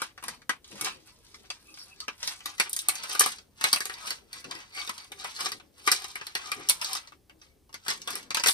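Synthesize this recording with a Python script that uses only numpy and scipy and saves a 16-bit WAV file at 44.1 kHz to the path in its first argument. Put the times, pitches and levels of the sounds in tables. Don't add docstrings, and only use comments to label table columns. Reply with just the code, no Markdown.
import sys
import numpy as np
from scipy import signal
from scipy.fft import rfft, irfft, next_fast_len
from scipy.io import wavfile
from scipy.ndimage import map_coordinates

SR = 44100
rng = np.random.default_rng(int(sys.argv[2]) if len(sys.argv) > 2 else 0)


def transcribe(signal):
    frames = np.atleast_2d(signal).T
    limited = np.clip(frames, -1, 1)
    pcm = np.round(limited * 32767).astype(np.int16)
    wavfile.write(sys.argv[1], SR, pcm)


N = 376173

# [t/s, drive of the middle parts level/dB, big shells re middle level/dB,
# small tabs re middle level/dB, pitch of the struck part f/Hz]
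SNAPS = [(0.0171, -24.5, 1, 4.5, 1470), (0.1764, -45, 7, -4, 1960), (0.225, -48, 10, 9, 1250),
         (0.2372, -36, 3.5, 10.5, 1070), (0.281, -27, -4, 3, 1920), (0.417, -49.5, 0, -10, 1630),
         (0.4928, -23.5, 5, 2.5, 1635), (0.643, -39.5, -20, -19, 7100), (0.717, -52, 6, -15, 2860),
         (0.8102, -25, -4, 9.5, 5520), (0.845, -21.5, -18, -5, 2780), (1.3429, -36, -9, -39, 2120),
         (1.5016, -22.5, -12, -13, 2580), (1.74, -39, -38, -27, 5040), (1.772, -46.5, 0, -17, 2230),
         (2.0018, -29.5, -23, -6, 4500), (2.08, -28.5, 2.5, -12, 2540), (2.2038, -45, -8, -7, 4900),
         (2.228, -24, -14, -32, 5450), (2.2742, -21, -8, -4, 5340), (2.404, -45, 1.5, -22, 3020),
         (2.4568, -27.5, -0.5, 6.5, 3820), (2.58, -37.5, -2, 3, 6000), (2.5976, -15, 0, 5, 2410),
         (2.6937, -41, -41, 20.5, 2820), (2.7295, -24.5, -47.5, 9.5, 2820), (2.7631, -27, -6, 12.5, 6450),
         (2.789, -24.5, -24, 7.5, 2840), (2.8844, -19.5, 0, 15.5, 4170), (3.035, -34, -8, 9, 2570),
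         (3.093, -38, -0.5, 5, 1110), (3.13, -37, -11, 8.5, 3160), (3.1489, -32.5, 6.5, 9, 1490),
         (3.1937, -12, -35, 13.5, 5850), (3.2059, -16.5, 2, 11, 1830), (3.238, -20, -14, -17, 2420),
         (3.2598, -24.5, 3.5, 8.5, 1197), (3.383, -39.5, -6, -23.5, 4750), (3.6103, -22.5, -3.5, -5, 1910),
         (3.6392, -18.5, 3, 7, 3920), (3.728, -12, -9, 6, 4500), (3.759, -30, 4, 9, 2600),
         (3.804, -26.5, 0.5, 5, 1670), (3.8535, -26, -0.5, 6.5, 6550), (3.8955, -39, 8.5, 6, 1930),
         (3.938, -35, -21, -3, 4760), (4.07, -34, -1, -4, 4760), (4.1044, -25, -0.5, 3.5, 4480),
         (4.3286, -35, -3.5, 6.5, 4470), (4.442, -35, -4.5, -10, 2780), (4.51, -32, -2, -6, 4700),
         (4.55, -37.5, -11, -5, 5070), (4.7732, -43, 8.5, -24, 2920), (4.815, -32, -23, -11, 3480),
         (4.874, -32.5, -2, -3, 3680), (4.8925, -27.5, 1, 4.5, 1210), (5.1176, -37.5, 3, 6, 3650),
         (5.1966, -38.5, -19, -13, 3800), (5.244, -33.5, 2, -2, 990), (5.3623, -35.5, -28, -11, 4270),
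         (5.4056, -28, -5, 1, 5000), (5.4571, -24, -0.5, -14, 5120), (5.5172, -28.5, -2.5, 4, 4800),
         (5.598, -50, 8, -17, 3500), (5.874, -13.5, -1.5, -5.5, 2020), (5.915, -14, -7, 7.5, 5220),
         (6.042, -29, -4.5, 0, 1190), (6.1545, -36, 7, 6.5, 2230), (6.2111, -38, 6.5, -19, 1730),
         (6.2668, -29, -7, 0, 4260), (6.351, -23, 3.5, 1.5, 4370), (6.516, -21.5, -2.5, 1, 2350),
         (6.6865, -18.5, -31, 3.5, 5570), (6.6945, -16, -9.5, 15, 4270), (6.7028, -22.5, -21, -3, 4460),
         (6.813, -26.5, -1, 0, 5200), (6.844, -27.5, -25, -1, 4600), (6.9301, -25, -52, 1.5, 5330),
         (6.9504, -27, -3.5, 3, 5200), (7.0723, -45, 0.5, -8.5, 4300), (7.12, -51, 6.5, -5.5, 1280),
         (7.295, -53.5, 5.5, -3, 2850), (7.4142, -45, -1, -24, 5700), (7.692, -57, 6, -8, 1006),
         (7.727, -47, -2, 0, 5000), (7.741, -27.5, -7, -7, 2110), (7.862, -42.5, 7, -1, 1600),
         (7.881, -19, -6, -6, 1680), (7.902, -24, 1.5, -1.5, 5300), (8.016, -33, -26, -9, 5660),
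         (8.074, -29.5, 4, 1, 3520), (8.104, -36, -22, 9, 5040), (8.153, -29.5, -3, 6.5, 5300),
         (8.3049, -26, -1.5, -7, 2400), (8.345, -18, -6, 1, 2440), (8.369, -20.5, -2, -1, 1660),
         (8.396, -26, 2, -5, 4840), (8.4356, -16.5, -3.5, -1, 2580), (8.4593, -12.5, -4, -6, 2060),
         (8.4703, -13.5, -14, 8.5, 2600), (8.4839, -17, -3, 8.5, 3560), (8.507, -26, -17, 5, 4770)]
# [start of the hold t/s, hold t/s, middle parts level/dB,
# brightness/dB (raises the small tabs, lowers the big shells)]
TWISTS = [(0.0, 0.0064, -54, -5.5), (0.271, 0.038, -57.5, -2.5), (.66, 0.096, -68, 3),
          (.76, 0.034, -62.5, 0.5), (0.848, 0.0062, -43.5, -3), (1.08, 0.0093, -62.5, 2.5),
          (1.23, 0.66, -71, 1.5), (1.8, 0.016, -65, 12.5), (1.9, 0.18, -72.5, -1), (2.234, 0.08, -50, 2.5),
          (2.471, 0.023, -55, 0), (2.619, 0.036, -53, -2.5), (2.82, 0.12, -64, -5.5),
          (2.95, 0.095, -53.5, 0.5), (3.1, 0.19, -48, 0.5), (3.637, 0.057, -47.5, -1),
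          (3.75, 0.08, -60.5, 4), (3.92, 0.085, -58, -3), (4.053, 0.042, -49, -0.5),
          (4.35, 0.047, -55.5, -1), (4.519, 0.1, -60.5, -4), (4.77, 0.044, -48, 1.5),
          (4.96, 0.063, -59, -0.5), (5.203, 0.096, -53.5, -2), (5.404, 0.054, -45, 1),
          (5.78, 0.017, -66.5, -0.5), (5.892, 0.038, -40.5, 2.5), (6.0, 0.12, -59.5, 0),
          (6.2, 0.41, -64.5, -1), (6.44, 0.023, -51, -4.5), (6.6, 0.14, -60, -3.5), (6.832, .13, -50, -0.5),
          (7.43, 0.011, -70, 0.5), (7.897, 0.0016, -46.5, 0), (8.101, 0.058, -50, -2),
          (8.46, 0.011, -50, 4)]
# [low f/Hz, high f/Hz, level/dB, chatter t60 t/s]
CRACK_BANDS = [(800, 3430, -12, 0.034), (3370, 7920, -6.5, 0.019), (7840, 13070, -7, 0.024)]

SEAT_S = 0.002
RING_SPREAD_DB = 4.0


def from_db(db):
    return 10 ** (np.asarray(db) / 20)


def rms_one(x):
    return x / np.sqrt(np.mean(x ** 2) + 1e-20)


def coloured(x, points):
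    size = next_fast_len(N)
    hz = np.maximum(np.arange(size // 2 + 1) * SR / size, 1)
    point_hz, point_db = np.array(points).T
    gain = from_db(np.interp(np.log(hz), np.log(point_hz), point_db))
    return irfft(rfft(x, size) * gain, size)[..., :N]


def drift(rate):
    knots = rng.standard_normal(int(N / SR * rate) + 2)
    return rms_one(np.interp(np.arange(N) / SR * rate, np.arange(len(knots)), knots))


def ring(force, hz, width):
    r, w = np.exp(-np.pi * width / SR), 2 * np.pi * hz / SR
    return signal.lfilter([0, np.sin(w)], [1, -2 * r * np.cos(w), r * r], force + 1e-18)


def contact_envelope(times, level_db, rise_s, t60):
    jumps = np.zeros(N)
    jumps[(times * SR).astype(int)] = from_db(level_db)
    fall, rise = from_db(-60 / (t60 * SR)), np.exp(-1 / (rise_s * SR))
    return signal.lfilter([1 - rise], np.convolve([1, -fall], [1, -rise]), jumps + 1e-18)


def part_of(hz):
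    return int(hz > 3000) + int(hz > 7000)


def air():
    # [f/Hz, level/dB]
    air_spectrum = [(20, -45.5), (36, -15.5), (75, -13), (170, -24), (300, -27), (1400, -42),
                    (14400, -40.5), (16000, -52)]
    air_db, alike = -66.0, 0.75
    mid, side = coloured(rng.standard_normal((2, N)), air_spectrum)
    stereo = np.sqrt(1 + alike) * mid + np.sqrt(1 - alike) * side * [[1], [-1]]
    return from_db(air_db) * rms_one(stereo)


def booth(x):
    t60_s, wall_low_hz, wall_cut_hz = 0.091, 400, 4880
    t, out = np.arange(SR // 4) / SR, 0
    places = np.array([drift(12) for _ in range(3)])
    places /= np.sqrt(np.sum(places ** 2, axis=0))
    walls = signal.butter(1, [wall_low_hz, wall_cut_hz], "band", fs=SR)
    for share in places:
        decay = from_db(-60 * t / t60_s) * np.minimum(t / 0.0014, 1)
        tail = signal.lfilter(*walls, rng.standard_normal((2, len(t))) * decay)
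        tail /= np.sqrt(np.sum(tail ** 2, axis=1, keepdims=True))
        out = out + signal.oaconvolve((share * x)[None], tail, axes=1)[:, :N]
    return out


def microphones(x):
    # [t/s, lag t/s]
    right_lag = [(0, .0001), (2.3, 0.000092), (2.6, 0.0002157), (8.53, 0.00022)]
    # [f/Hz, left over right level/dB]
    left_over_right = [(100, 1), (300, 5), (1200, 4), (3000, 0), (10000, 0)]
    booth_db = -2.5
    lag_t, lag_s = np.transpose(right_lag)
    lag = np.interp(np.arange(N) / SR, lag_t, lag_s)
    delayed = map_coordinates(x, [np.arange(N) - lag * SR], order=3)
    left, right = from_db(booth_db) * booth(x) + [x, delayed]
    return np.array([coloured(left, [(hz, db / 2) for hz, db in left_over_right]),
                     coloured(right, [(hz, -db / 2) for hz, db in left_over_right])])


def hands():
    # [t/s, nominal level/dB]
    hand_bumps = [(.24, -56), (0.7, -52), (0.807, -48.5), (4.08, -61.5), (4.44, -51.5), (5.1, -60),
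                  (5.399, -48.5), (6.55, -51), (7.3, -66), (7.88, -53), (8.101, -50.5), (8.2, -55)]
    rise_s, t60_s, rest_db = 0.0067, 0.5, -72
    times, level_db = np.transpose(hand_bumps)
    bumps = contact_envelope(times, level_db, rise_s, t60_s)
    low_band = signal.butter(2, [135, 430], "band", fs=SR, output="sos")
    noise = signal.sosfilt(low_band, rng.standard_normal(N))
    return (bumps + from_db(rest_db)) * rms_one(noise * from_db(3 * drift(25)))


def grains():
    grains_per_s, spread_db = 3000, 4.5
    sizes = from_db(spread_db * np.minimum(rng.exponential(1, N), 5)) * rng.choice([-1, 1], N)
    slips = sizes * (rng.random(N) < grains_per_s / SR)
    return rms_one(signal.lfilter(*signal.butter(1, 9000, fs=SR), slips))


def squeaks():
    # [start t/s, length t/s, pitch f/Hz, level before the swell and fade/dB]
    joint_squeaks = [(1.645, 0.092, 2577, -62.5), (1.775, 0.068, 4670, -50), (1.777, 0.065, 5400, -49),
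                     (1.893, 0.052, 2600, -58), (2.004, 0.048, 1233, -56.5)]
    q = 16
    out = np.zeros(N)
    for start, length, hz, level_db in joint_squeaks:
        i, size = int(start * SR), int(length * SR)
        tone = ring(ring(grains()[:SR // 4], hz, hz / q), hz, hz / q)
        out[i:i + size] += from_db(level_db) * rms_one(tone[-size:]) * np.sqrt(np.hanning(size))
    return out


def twisting(level_db):
    swell_db_per_s, fade_db_per_s = 357, 209
    start, hold = np.array(TWISTS)[:, :2].T
    t = np.arange(0, N + 64, 64)[:, None] / SR
    swell_db = -swell_db_per_s * np.maximum(start - t, 0)
    fade_db = -fade_db_per_s * np.maximum(t - start - hold, 0)
    return np.interp(np.arange(N) / SR, t[:, 0], from_db(swell_db + fade_db) @ from_db(level_db))


def chatter(level_db, t60):
    return contact_envelope(np.array(SNAPS)[:, 0], level_db, 0.0009, t60)


def struck_notes(snap_db):
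    note_db, width_hz = 4, 240
    out, click = np.zeros(N + SR), np.zeros(SR // 20)
    click[int(SEAT_S * SR)] = 1
    for k, (s, *_, hz) in enumerate(SNAPS):
        i = int(s * SR)
        level = from_db(snap_db[part_of(hz)][k] + note_db)
        out[i:i + len(click)] += level * ring(click, hz, width_hz)
    return out[:N]


def cracks(snap_db, slide, rough, strengths):
    seat_db = 15.0
    ticks_per_s, tick_db = 70, 13.0
    rattle_db, rattle_t60_s = -25.5, 0.16
    clump_db = 3.0
    thud_hz, thud_db = 260, -27.5
    out = np.zeros(N)
    seats = ((np.array(SNAPS)[:, 0] + SEAT_S) * SR).astype(int)
    catch_size = from_db(tick_db + RING_SPREAD_DB * rng.standard_normal(N))
    catches = (rng.random(N) < ticks_per_s / SR) * catch_size
    for part, (low, high, crack_db, t60) in enumerate(CRACK_BANDS):
        ticks = signal.lfilter([1], [1, -from_db(-60 / (t60 * SR))], catches + 1e-18) * slide[part]
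        force = from_db(crack_db) * (chatter(snap_db[part], t60) + ticks) * rough
        force[seats] += from_db(crack_db + snap_db[part] + seat_db + RING_SPREAD_DB * strengths[:, part])
        loose = slide[part] + chatter(snap_db[part] + rattle_db, rattle_t60_s)
        force = force + loose * from_db(clump_db * drift(60)) * grains()
        band = signal.butter(3, [low, high], "band", fs=SR, output="sos")
        crack = signal.sosfilt(band, force) * np.sqrt(SR / 2 / (high - low))
        out += crack * (-1) ** part
        if part == 0:
            out += from_db(thud_db) * ring(force, thud_hz, thud_hz)
    return out


def ringing_parts(snap_db, slide, rough, strengths):
    # [f/Hz, width f/Hz, level/dB]
    plastic_modes = [(985.6, 45, -9.5), (1278, 68, -5.5), (1465, 400, 2.5), (1643, 92, -13), (1979, 64, -4),
                     (2230, 27, -9.5), (2580, 430, 1), (3840, 240, -5), (4530, 290, 2.5), (5300, 130, -10),
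                     (5970, 170, -12)]
    struck_db, rubbed_db = -30, -24.5
    rub_spread_db = 6.0
    out = np.zeros(N)
    for k, (hz, width, mode_db) in enumerate(plastic_modes):
        part = part_of(hz)
        t60 = CRACK_BANDS[part][3]
        struck = chatter(snap_db[part] + struck_db + RING_SPREAD_DB * strengths[:, k], t60) * rough
        rubbed = slide[part] * from_db(rubbed_db + rub_spread_db * drift(20)) * grains()
        out += from_db(mode_db) * ring(struck + rubbed, hz, width)
    return out


def toy():
    middle_db, shells_db, tabs_db = np.array(SNAPS)[:, 1:4].T
    rub_db, bright_db = np.array(TWISTS)[:, 2:].T
    snap_db = [middle_db + shells_db, middle_db, middle_db + tabs_db]
    slide = [twisting(rub_db - bright_db - 6.0), twisting(rub_db), twisting(rub_db + bright_db - 3.0)]
    rough = rng.standard_normal(N)
    strengths = rng.standard_normal((len(SNAPS), 11))
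    sound = struck_notes(snap_db)
    sound += cracks(snap_db, slide, rough, strengths)
    sound += ringing_parts(snap_db, slide, rough, strengths)
    return signal.sosfilt(signal.butter(2, 254, "high", fs=SR, output="sos"), sound)


def scene():
    return microphones(toy() + squeaks() + hands()) + air()


def record(dry):
    # [f/Hz, width f/Hz, share removed at the centre]
    treble_dips = [(7200, 900, .5), (11700, 1300, .85)]
    peak_limit, cutoff_hz = 0.9, 16600
    for hz, width, share in treble_dips:
        dry = dry - share * signal.lfilter(*signal.iirpeak(hz, hz / width, fs=SR), dry)
    dry = peak_limit * np.tanh(dry / peak_limit)
    return signal.sosfilt(signal.cheby2(12, 70, cutoff_hz, fs=SR, output="sos"), dry)


dry = scene()
out = record(dry)
transcribe(out)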